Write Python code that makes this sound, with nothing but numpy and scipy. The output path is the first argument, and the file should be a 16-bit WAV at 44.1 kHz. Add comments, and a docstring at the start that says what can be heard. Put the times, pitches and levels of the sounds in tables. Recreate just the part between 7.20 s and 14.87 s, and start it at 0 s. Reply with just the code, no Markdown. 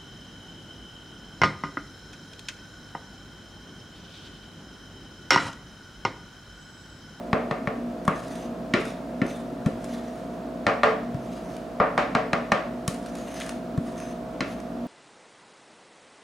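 """A wooden spoon is knocked clean over a sieve on a glass bowl and scrapes sticky batter out of a plastic bowl.
Each knock sums damped modes of spoon and bowl, a noise crack and a low thud of the counter.
Between knocks, patchy filtered noise hisses and short noise bursts smack as the spoon moves in the batter.
The place is a small hard kitchen, heard as a decaying diffuse noise tail at two closely spaced microphones.
An appliance hums throughout: motor harmonics with the drone and air noise of a fan."""
import sys
import numpy as np
from scipy import signal
from scipy.fft import rfft, irfft, next_fast_len
from scipy.io import wavfile
from scipy.ndimage import uniform_filter1d, map_coordinates

SR = 44100
rng = np.random.default_rng(int(sys.argv[2]) if len(sys.argv) > 2 else 0)


def transcribe(u):
    """Save the signal u as a 16-bit wav file named by the first command-line argument.

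    u: samples, shape (n,) or (channels, n), limited to [-1, 1]; the rate is SR.
    q: integer samples, one column per channel.
    """
    v = np.clip(np.atleast_2d(u).T, -1, 1)
    q = np.round(v * 32767).astype(np.int16)
    wavfile.write(sys.argv[1], SR, q)


N = 338247


def amp(db):
    """Decibels to gain."""
    return 10 ** (np.asarray(db) / 20)


def unit(x):
    """x at rms 1."""
    return x / np.sqrt(np.mean(x ** 2) + 1e-20)


def along(points, hz):
    """(frequency, value) points read on a log frequency axis."""
    f, v = np.transpose(points)
    return np.interp(np.log(hz + 1), np.log(f + 1), v)


def filtered(x, response):
    """x with its spectrum multiplied by a response of frequency."""
    n = x.shape[-1]
    padded = next_fast_len(n + 8192)
    spectrum = rfft(x, padded) * response(np.fft.rfftfreq(padded, 1 / SR))
    return irfft(spectrum, padded)[..., :n]


def coloured(x, db_of_hz, size=2048):
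    """x through a causal minimum-phase filter, which keeps attacks sharp."""
    cepstrum = irfft(np.log(amp(db_of_hz(np.fft.rfftfreq(size, 1 / SR)))))
    cepstrum[1:size // 2] *= 2
    cepstrum[size // 2 + 1:] = 0
    impulse = irfft(np.exp(rfft(cepstrum)))
    return signal.fftconvolve(x, impulse)[:len(x)]


def wobble(rate):
    """A smooth random curve, rate knots a second."""
    knots = rng.standard_normal(int(N * rate / SR) + 4)
    return map_coordinates(knots, [np.arange(N) * rate / SR])


def fade(t, t60):
    """Decay by 60 dB in t60 seconds."""
    return np.exp(-np.log(1000) * t / t60)


def ringing(modes, t, touch, scatter_db):
    """Damped modes of alternating sign, weighted by the (hz, db) touch and by chance."""
    total = 0
    for k, (hz, db, t60) in enumerate(modes):
        level_db = db + along(touch, hz) + scatter_db * rng.standard_normal()
        total = total + (-1) ** k * amp(level_db) * fade(t, t60) * np.sin(2 * np.pi * hz * t)
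    return total


def add(track, s, sound):
    """Mix a sound into the track at time s, in seconds."""
    part = track[..., round(s * SR):][..., :sound.shape[-1]]
    part += sound[..., :part.shape[-1]]


def diffuse(pair):
    """Sound from all round at two close microphones: a shared part plus an opposed one, weak in the bass."""
    opposed_db = [(60, -14), (150, -22.0), (300, -20.0), (600, -8.0), (1200, -5.0),
                  (2400, -7.5), (4400, -6), (9000, -12.5), (14000, -47)]
    side = filtered(pair[1], lambda hz: amp(along(opposed_db, hz)))
    return np.array([pair[0] + side, pair[0] - side])


def placed(x, left_db, lead):
    """A source left of centre: louder at the left microphone, and lead seconds earlier."""
    half = np.array([[.5], [-.5]])
    return amp(left_db * half) * filtered(x, lambda hz: np.exp(2j * np.pi * hz * lead * (half - .5)))


MOTOR_HZ = 58.63  # turns per second
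# motor lines, panned as by standing waves: multiple [of MOTOR_HZ], level_db [rms], left_right_db
MOTOR_LINES = [(1, -53.5, 1.5), (3, -48.5, 1.5), (4, -54, 3.5), (8, -54.5, -2), (10, -51, 0),
               (11, -43.5, -5), (12, -46, -1), (13, -67.5, -13)]
# fan and cabinet resonances: centre_hz, width_hz, level_db [rms]
FAN_DRONE = [(46.6, 4, -63), (112, 8.7, -59.5), (134.4, 16.3, -50.5), (182, 8.5, -51), (209, 24, -50),
             (239.1, 7.4, -39.5), (273.6, 40, -43.5), (348.4, 10.3, -52.5), (368.4, 4, -54),
             (516.4, 57, -49.5)]
# colour of the fan's air noise: freq_hz, density_db [per Hz, relative]
FAN_AIR = [(20, -22), (50, -6), (88, -25.5), (120, -11.5), (220, 6.5), (320, 2.5), (450, -1), (680, -4),
           (850, -6.5), (1300, -10.5), (2000, -20), (4000, -26), (9000, -34.5), (15500, -41)]


def appliance():
    """Neighbouring motor harmonics beat once a turn; the fan adds a wavering drone and air noise."""
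    phase = 2 * np.pi * MOTOR_HZ * np.arange(N) / SR + 0.03 * wobble(3.17)
    total = np.zeros((2, N))
    for multiple, db, pan_db in MOTOR_LINES:
        level = np.sqrt(2) * amp(db + 0.64 * wobble(3.93))
        pan = amp([[pan_db / 2], [-pan_db / 2]])
        total += level * pan * np.cos(round(multiple) * phase)

    def noise(response):
        return unit(diffuse(filtered(rng.standard_normal((2, N)), response)))

    for centre, width, db in FAN_DRONE:
        total += amp(db) * noise(lambda hz: 1 / (1 + ((hz - centre) / width * 2) ** 2))
    return total + amp(-40.0) * noise(lambda hz: amp(along(FAN_AIR, hz)))


THUD_CYCLES, THUD_LAG_S = .75, 0.0013  # cycles until the thud is strongest; its delay after the contact


def thud(t, hz):
    """The counter gives for a cycle or two under a blow."""
    cycles = hz * np.maximum(t - THUD_LAG_S, 0)
    u = cycles / THUD_CYCLES
    return -u ** 2 * np.exp(2 - 2 * u) * np.sin(2 * np.pi * cycles)


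def cushion(t):
    """Batter cushions the contact, so the ringing takes a few ms to reach full strength."""
    return 1 - np.exp(-t / 0.0015)


# spoon and the rim it meets, quickly damped: mode_hz, level_db [relative], t60_s
SPOON_MODES = [(340, 2, 0.049), (600, 1, 0.035), (801, 5, 0.03), (1118, 10, 0.038), (1376, 0, 0.065),
               (1833, 10.5, 0.025), (2222, 5, 0.031), (2900, -9, .028), (4060, 3.5, 0.028),
               (4870, 8, 0.0074)]


def spoon_clack(t, touch):
    """The wooden spoon's short modes sound against the rim."""
    return amp(-0.5) * cushion(t) * ringing(SPOON_MODES, t, touch, scatter_db=4.0)


# colour of the contact noise: freq_hz, density_db [per Hz, relative]
CRACK_COLOUR = [(100, -10), (500, -12), (1200, 4.5), (2200, 5), (3500, 1.5), (6000, -1), (9500, -1.5),
                (12000, -13), (16000, -23)]


def contact_crack(t, touch):
    """The contact itself is a fast burst of coloured noise."""
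    burst = rng.standard_normal(len(t)) * fade(t, 0.022) * (1 - np.exp(-t / .0003))
    return amp(17) * coloured(burst, lambda hz: along(CRACK_COLOUR, hz) + along(touch, hz))


# glass bowl with the sieve on it: mode_hz, level_db [relative], t60_s
GLASS_MODES = [(276.4, 4, 0.22), (342.5, 0.5, 0.25), (443, 6, 0.44), (576.5, 4, 0.33), (747, 0, 0.32),
               (771, -13, 0.18), (824, -13, 0.39), (1011, 2.5, 0.11), (1127, 0.5, 0.37), (1177, -9, 0.15),
               (1217, 5, 0.21), (1408, -2, 0.12), (1620, -0.5, 0.23), (1807, -4, 0.55), (2260, -18, 0.2),
               (3120, -5, 0.098)]
# plastic bowl's wall, damped by the hand that holds it: mode_hz, level_db [relative], t60_s
WALL_MODES = [(273, 3.5, .2), (354, -3, .2), (445, -1, 0.38), (578, 4, 0.42), (910, -2, 0.23),
              (1405, 7, 0.24), (1770, 6, .22), (2010, -3, .17), (2280, 0, .25), (2580, 0, .19),
              (3070, 1, 0.13), (4027, -1, .18)]


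def bowl_ring(t, touch, spot, sustain_db):
    """Rim and sieve ring the glass bowl, wall and batter the plastic one."""
    modes = GLASS_MODES if spot in ("rim", "sieve") else WALL_MODES
    # each mode reaches the two microphones at its own strength
    at_microphones = np.array([ringing(modes, t, touch, scatter_db=3.0) for _ in range(2)])
    return amp(sustain_db - 3.0) * cushion(t) * at_microphones


# what a knock radiates into the room: freq_hz, density_db [per Hz, relative]
KNOCK_RADIATION = [(60, -12), (160, 6), (270, -2), (430, -3), (620, -1), (900, -5.5), (1170, 7), (1500, 1),
                   (2000, 0), (3300, -7), (5500, -6.5), (9500, -9.5), (15000, -31)]


def radiated_pulse(t, touch):
    """The knock seen by the room: a single coloured impulse."""
    return coloured(1.0 * (t == 0), lambda hz: along(KNOCK_RADIATION, hz) + along(touch, hz))


# decay of the kitchen: freq_hz, t60_s
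KITCHEN_DECAY = [(150, 0.03), (600, 0.4942), (3000, 0.4335), (10000, 0.39)]
# strength of its answer: freq_hz, level_db [relative]
KITCHEN_COLOUR = [(60, 12), (160, 10), (300, 12), (600, 8), (1200, -6), (2500, -1.5), (6000, -5.5),
                  (14000, -5)]


def kitchen(x):
    """The room's answer to x: a diffuse noise tail in which each frequency dies at its own speed."""
    hz, t, z = signal.stft(rng.standard_normal((2, SR // 2)), SR, nperseg=256)
    decay = fade(t, along(KITCHEN_DECAY, hz)[:, None])
    tail = signal.istft(z * decay, SR, nperseg=256)[1]
    tail = filtered(tail / np.linalg.norm(tail[0]), lambda f: amp(along(KITCHEN_COLOUR, f)))
    tail = diffuse(tail)
    # the walls need a few ms to answer
    build_up = 1 - np.exp(-(np.arange(tail.shape[1]) / SR / 0.0062) ** 2)
    return signal.fftconvolve(x[None], tail * build_up, axes=1)[:, :len(x)]


# centres of a knock's registers, thud, hollow, body, ring, clack, tick, splat: centre_hz
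REGISTERS = [170, 360, 660, 1150, 2100, 5500, 10500]
# spoon knocks: start_s, spot, strength_db [relative], follow_through_db, hardness_db [per octave]
SPOON_KNOCKS = [(0.1297, "rim", -21, 5, -1.5), (0.3103, "rim", -27, 5, -.5),
                (0.4726, "rim", -28.5, 4, -1.5), (0.878, "sieve", -21, 5, 0),
                (1.5374, "wall", -26.5, -2.5, 0), (2.0163, "wall", -33.5, 1.5, -2.5),
                (2.46, "batter", -39, -2.5, -1.5), (3.4661, "rim", -19, 0, 0),
                (3.633, "rim", -19.5, -6.5, -0.4), (3.9441, "batter", -52.5, 1, -1.5),
                (4.6, "sieve", -21, -7, -1.5), (4.7773, "rim", -21.5, -3, 0.5),
                (4.95, "rim", -20.5, 3.5, 0.25), (5.1313, "rim", -21.5, 5.5, 0.5),
                (5.3184, "rim", -19, 4, 1), (5.6778, "batter", -39.5, 2.5, 3.5),
                (6.576, "batter", -49.5, 6, -0.5), (7.2062, "wall", -33.5, 3.5, 1.5)]
# where the spoon lands; the wall is hollow, batter thuds and splats:
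# spot -> register_db [one per register], sustain_db, thud_hz
LANDING_SPOTS = {"rim": ([-6, -11.5, 0.5, -1.5, -5, -18, -32.5], -6, 180),
                 "sieve": ([-2.5, -13.5, -1.5, 1, -7, -25, -47], -6.5, 177),
                 "wall": ([8.5, 7.5, -2, 0.5, 3, -7.5, -23.5], -7.5, 223),
                 "batter": ([21.5, 9.5, 0.5, 1.5, -3, -3, -3], -8, 142)}
# following through feeds the bass: freq_hz, share [of the follow-through]
FOLLOW_SHARE = [(170, 1), (360, 0.46), (660, 0)]
FOLLOW_DAMPING = 0.55  # dB of sustain lost for each dB of follow-through
PIVOT_HZ = 864  # hardness tilts the sound about this frequency


def knocks():
    """The spot sets a knock's colour and hardness tilts it; following through thuds and damps the ring."""
    out, t = np.zeros((2, N)), np.arange(SR * 2 // 3) / SR
    registers = np.array(REGISTERS)
    octaves = np.log2(registers / PIVOT_HZ)
    for s, spot, strength_db, follow_db, tilt_db in SPOON_KNOCKS:
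        colour_db, free_db, thud_hz = LANDING_SPOTS[spot]
        levels = strength_db + np.array(colour_db) + tilt_db * octaves
        levels = levels + follow_db * along(FOLLOW_SHARE, registers)
        touch = list(zip(REGISTERS, levels))
        sustain_db = free_db - FOLLOW_DAMPING * follow_db

        push = amp(levels[0] + 6.5) * thud(t, thud_hz)
        clack = spoon_clack(t, touch)
        bowl = bowl_ring(t, touch, spot, sustain_db)
        direct = placed(push, left_db=2.5, lead=.0001)
        direct = direct + placed(clack + bowl, left_db=1.5, lead=.00003)
        direct = direct + contact_crack(t, touch)

        answer = amp(sustain_db + 49.5) * kitchen(radiated_pulse(t, touch))
        answer = answer + amp(-13.5) * kitchen(bowl[0])
        add(out, s, direct + answer)
    return out


# scraping strokes: start_s, end_s, level_db [at the middle, relative], swell_db [per s]
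SCRAPE_STROKES = [(0.96, 1.225, -52, 4), (1.613, 1.707, -48.5, -28), (2.083, 2.178, -48.5, -13),
                  (2.637, 3.15, -57.5, -28.5), (4.032, 4.358, -57.5, -2), (5.845, 6.292, -50, 21),
                  (6.64, 6.69, -55.5, 5), (6.785, 6.92, -52.5, -48), (7.29, 7.34, -52, -70)]
STROKE_ATTACK_S, STROKE_RELEASE_S = 0.026, 0.038  # the spoon sinks in and lifts off


def pressure():
    """The spoon's force on the batter: each stroke sinks in, swells or sags steadily, and lifts off."""
    t, force = np.arange(N) / SR, np.zeros(N)
    for start, end, db, swell_db in SCRAPE_STROKES:
        held = amp(db + swell_db * (np.clip(t, start, end) - (start + end) / 2))
        sink_in = np.maximum(start - t, 0) / STROKE_ATTACK_S
        lift_off = np.maximum(t - end, 0) / STROKE_RELEASE_S
        force += held * np.exp(-sink_in - lift_off)
    return force


# individually timed sticky smacks: start_s, level_db [before colouring, relative]
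TIMED_SMACKS = [(.851, -35), (.878, -26), (1.6526, -32), (5.7445, -32), (5.8603, -33.5), (6.1415, -32),
                (6.2, -26), (6.2846, -41), (7.401, -37)]
SMACKS_PER_S, SMACK_DB, SMACK_SCATTER_DB = 9, 10, 6  # chance smacks, levels relative to the force


def smacks(force):
    """Batter lets go of the spoon with short wet clicks: timed ones, and chance ones that follow the force."""
    out, t = np.zeros(N), np.arange(SR // 16) / SR
    chance = rng.random(N) < SMACKS_PER_S / SR
    size_db = 20 * np.log10(force + 1e-9) + SMACK_DB + SMACK_SCATTER_DB * rng.standard_normal(N)
    small = [(i / SR, size_db[i]) for i in np.flatnonzero(chance)]
    envelope = fade(t, 0.022) * (1 - np.exp(-t / 0.00063))
    for s, db in list(TIMED_SMACKS) + small:
        add(out, s, amp(db + 0.5) * rng.standard_normal(len(t)) * envelope)
    wet_db = [(300, -33), (1500, 8), (3500, -1), (6500, -2), (10000, -2.5), (16000, -31)]
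    return coloured(out, lambda hz: along(wet_db, hz))


# wood dragged through batter: freq_hz, density_db [per Hz, relative]
SMEAR_COLOUR = [(400, 1), (1200, 7.5), (2000, 6), (3000, 4), (4800, 1), (7000, 0), (8000, -4), (9500, -3.5),
                (11000, -5.5), (13000, -15), (16000, -21)]
# spoon and bowl resonances that scraping brings out: centre_hz, width_hz, boost_db [before its wavering]
SCRAPE_RESONANCES = [(1810, 200, 4), (3580, 150, 4.5), (6150, 260, 7), (9100, 910, 3.5)]


def scraping(force):
    """The spoon drags through batter: a patchy hiss thick with tiny bursting films."""
    t = np.arange(N) / SR
    burst_size = amp(2.3 * np.minimum(rng.exponential(size=N), 3))
    films = (rng.random(N) < 900 / SR) * rng.standard_normal(N) * burst_size  # 900 a second
    hz, frames, z = signal.stft(rng.standard_normal(N) + 0.46 * unit(films), SR, nperseg=512)
    patches = uniform_filter1d(rng.standard_normal(z.shape), size=5, axis=0)
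    patches = unit(uniform_filter1d(patches, size=12, axis=1))
    colour_db = along(SMEAR_COLOUR, hz)[:, None] + 2.6 * patches
    # the moving contact point brings resonances in and out
    for centre, width, db in SCRAPE_RESONANCES:
        peak = 1 / (1 + (2 * (hz - centre) / width) ** 2)
        waver = 1 + 0.67 * np.interp(frames, t, wobble(9.1))
        colour_db += db * np.outer(peak, waver)
    hiss = signal.istft(z * amp(colour_db), nperseg=512)[1][:N]
    return force * amp(2.7 * wobble(60)) * unit(hiss)


# resonances of the plastic wall under the juddering spoon: mode_hz, level_db [relative], t60_s
JUDDER_MODES = [(1900, 0, .009), (2350, 0, .008), (2900, 0, .007), (3700, 0, .006), (6400, -6, .004),
                (9300, -9, .003)]


def judder(s, width, db):
    """A brief run of slips as the spoon drags hard over the plastic wall and excites its modes."""
    t = np.arange(N) / SR
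    slips = (rng.random(N) < 2500 / SR) * rng.choice([-1, 1], N)  # 2500 a second
    wall = ringing(JUDDER_MODES, t[:SR // 16], [(2000, 0)], scatter_db=1)
    swell = np.exp(-((t - s) / width) ** 2)
    return amp(db) * swell * unit(signal.fftconvolve(slips, wall)[:N])


# hard drags over the plastic wall: middle_s, half_length_s, level_db [rms at the middle]
HARD_DRAGS = [(2.11, 0.0066, -40), (6.215, 0.0062, -31.5)]


def scene():
    """Knocks and batter sounds in the kitchen, over the hum."""
    hum, blows, force = appliance(), knocks(), pressure()
    batter = smacks(force) + scraping(force)
    drags = sum(judder(s, width, db) for s, width, db in HARD_DRAGS)
    answer = amp(-1.0) * kitchen(batter + 0.42 * drags)
    return blows + amp(0.5) * batter + drags + answer + hum


TOP_HZ = 15850  # upper band limit


def record(dry):
    """The microphone chain rounds off the highest peaks and keeps nothing above its band limit."""
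    rounded = dry / (1 + np.abs(dry / .65) ** 4) ** (1 / 4)
    return filtered(rounded, lambda hz: hz < TOP_HZ)


dry = scene()
out = record(dry)
transcribe(out)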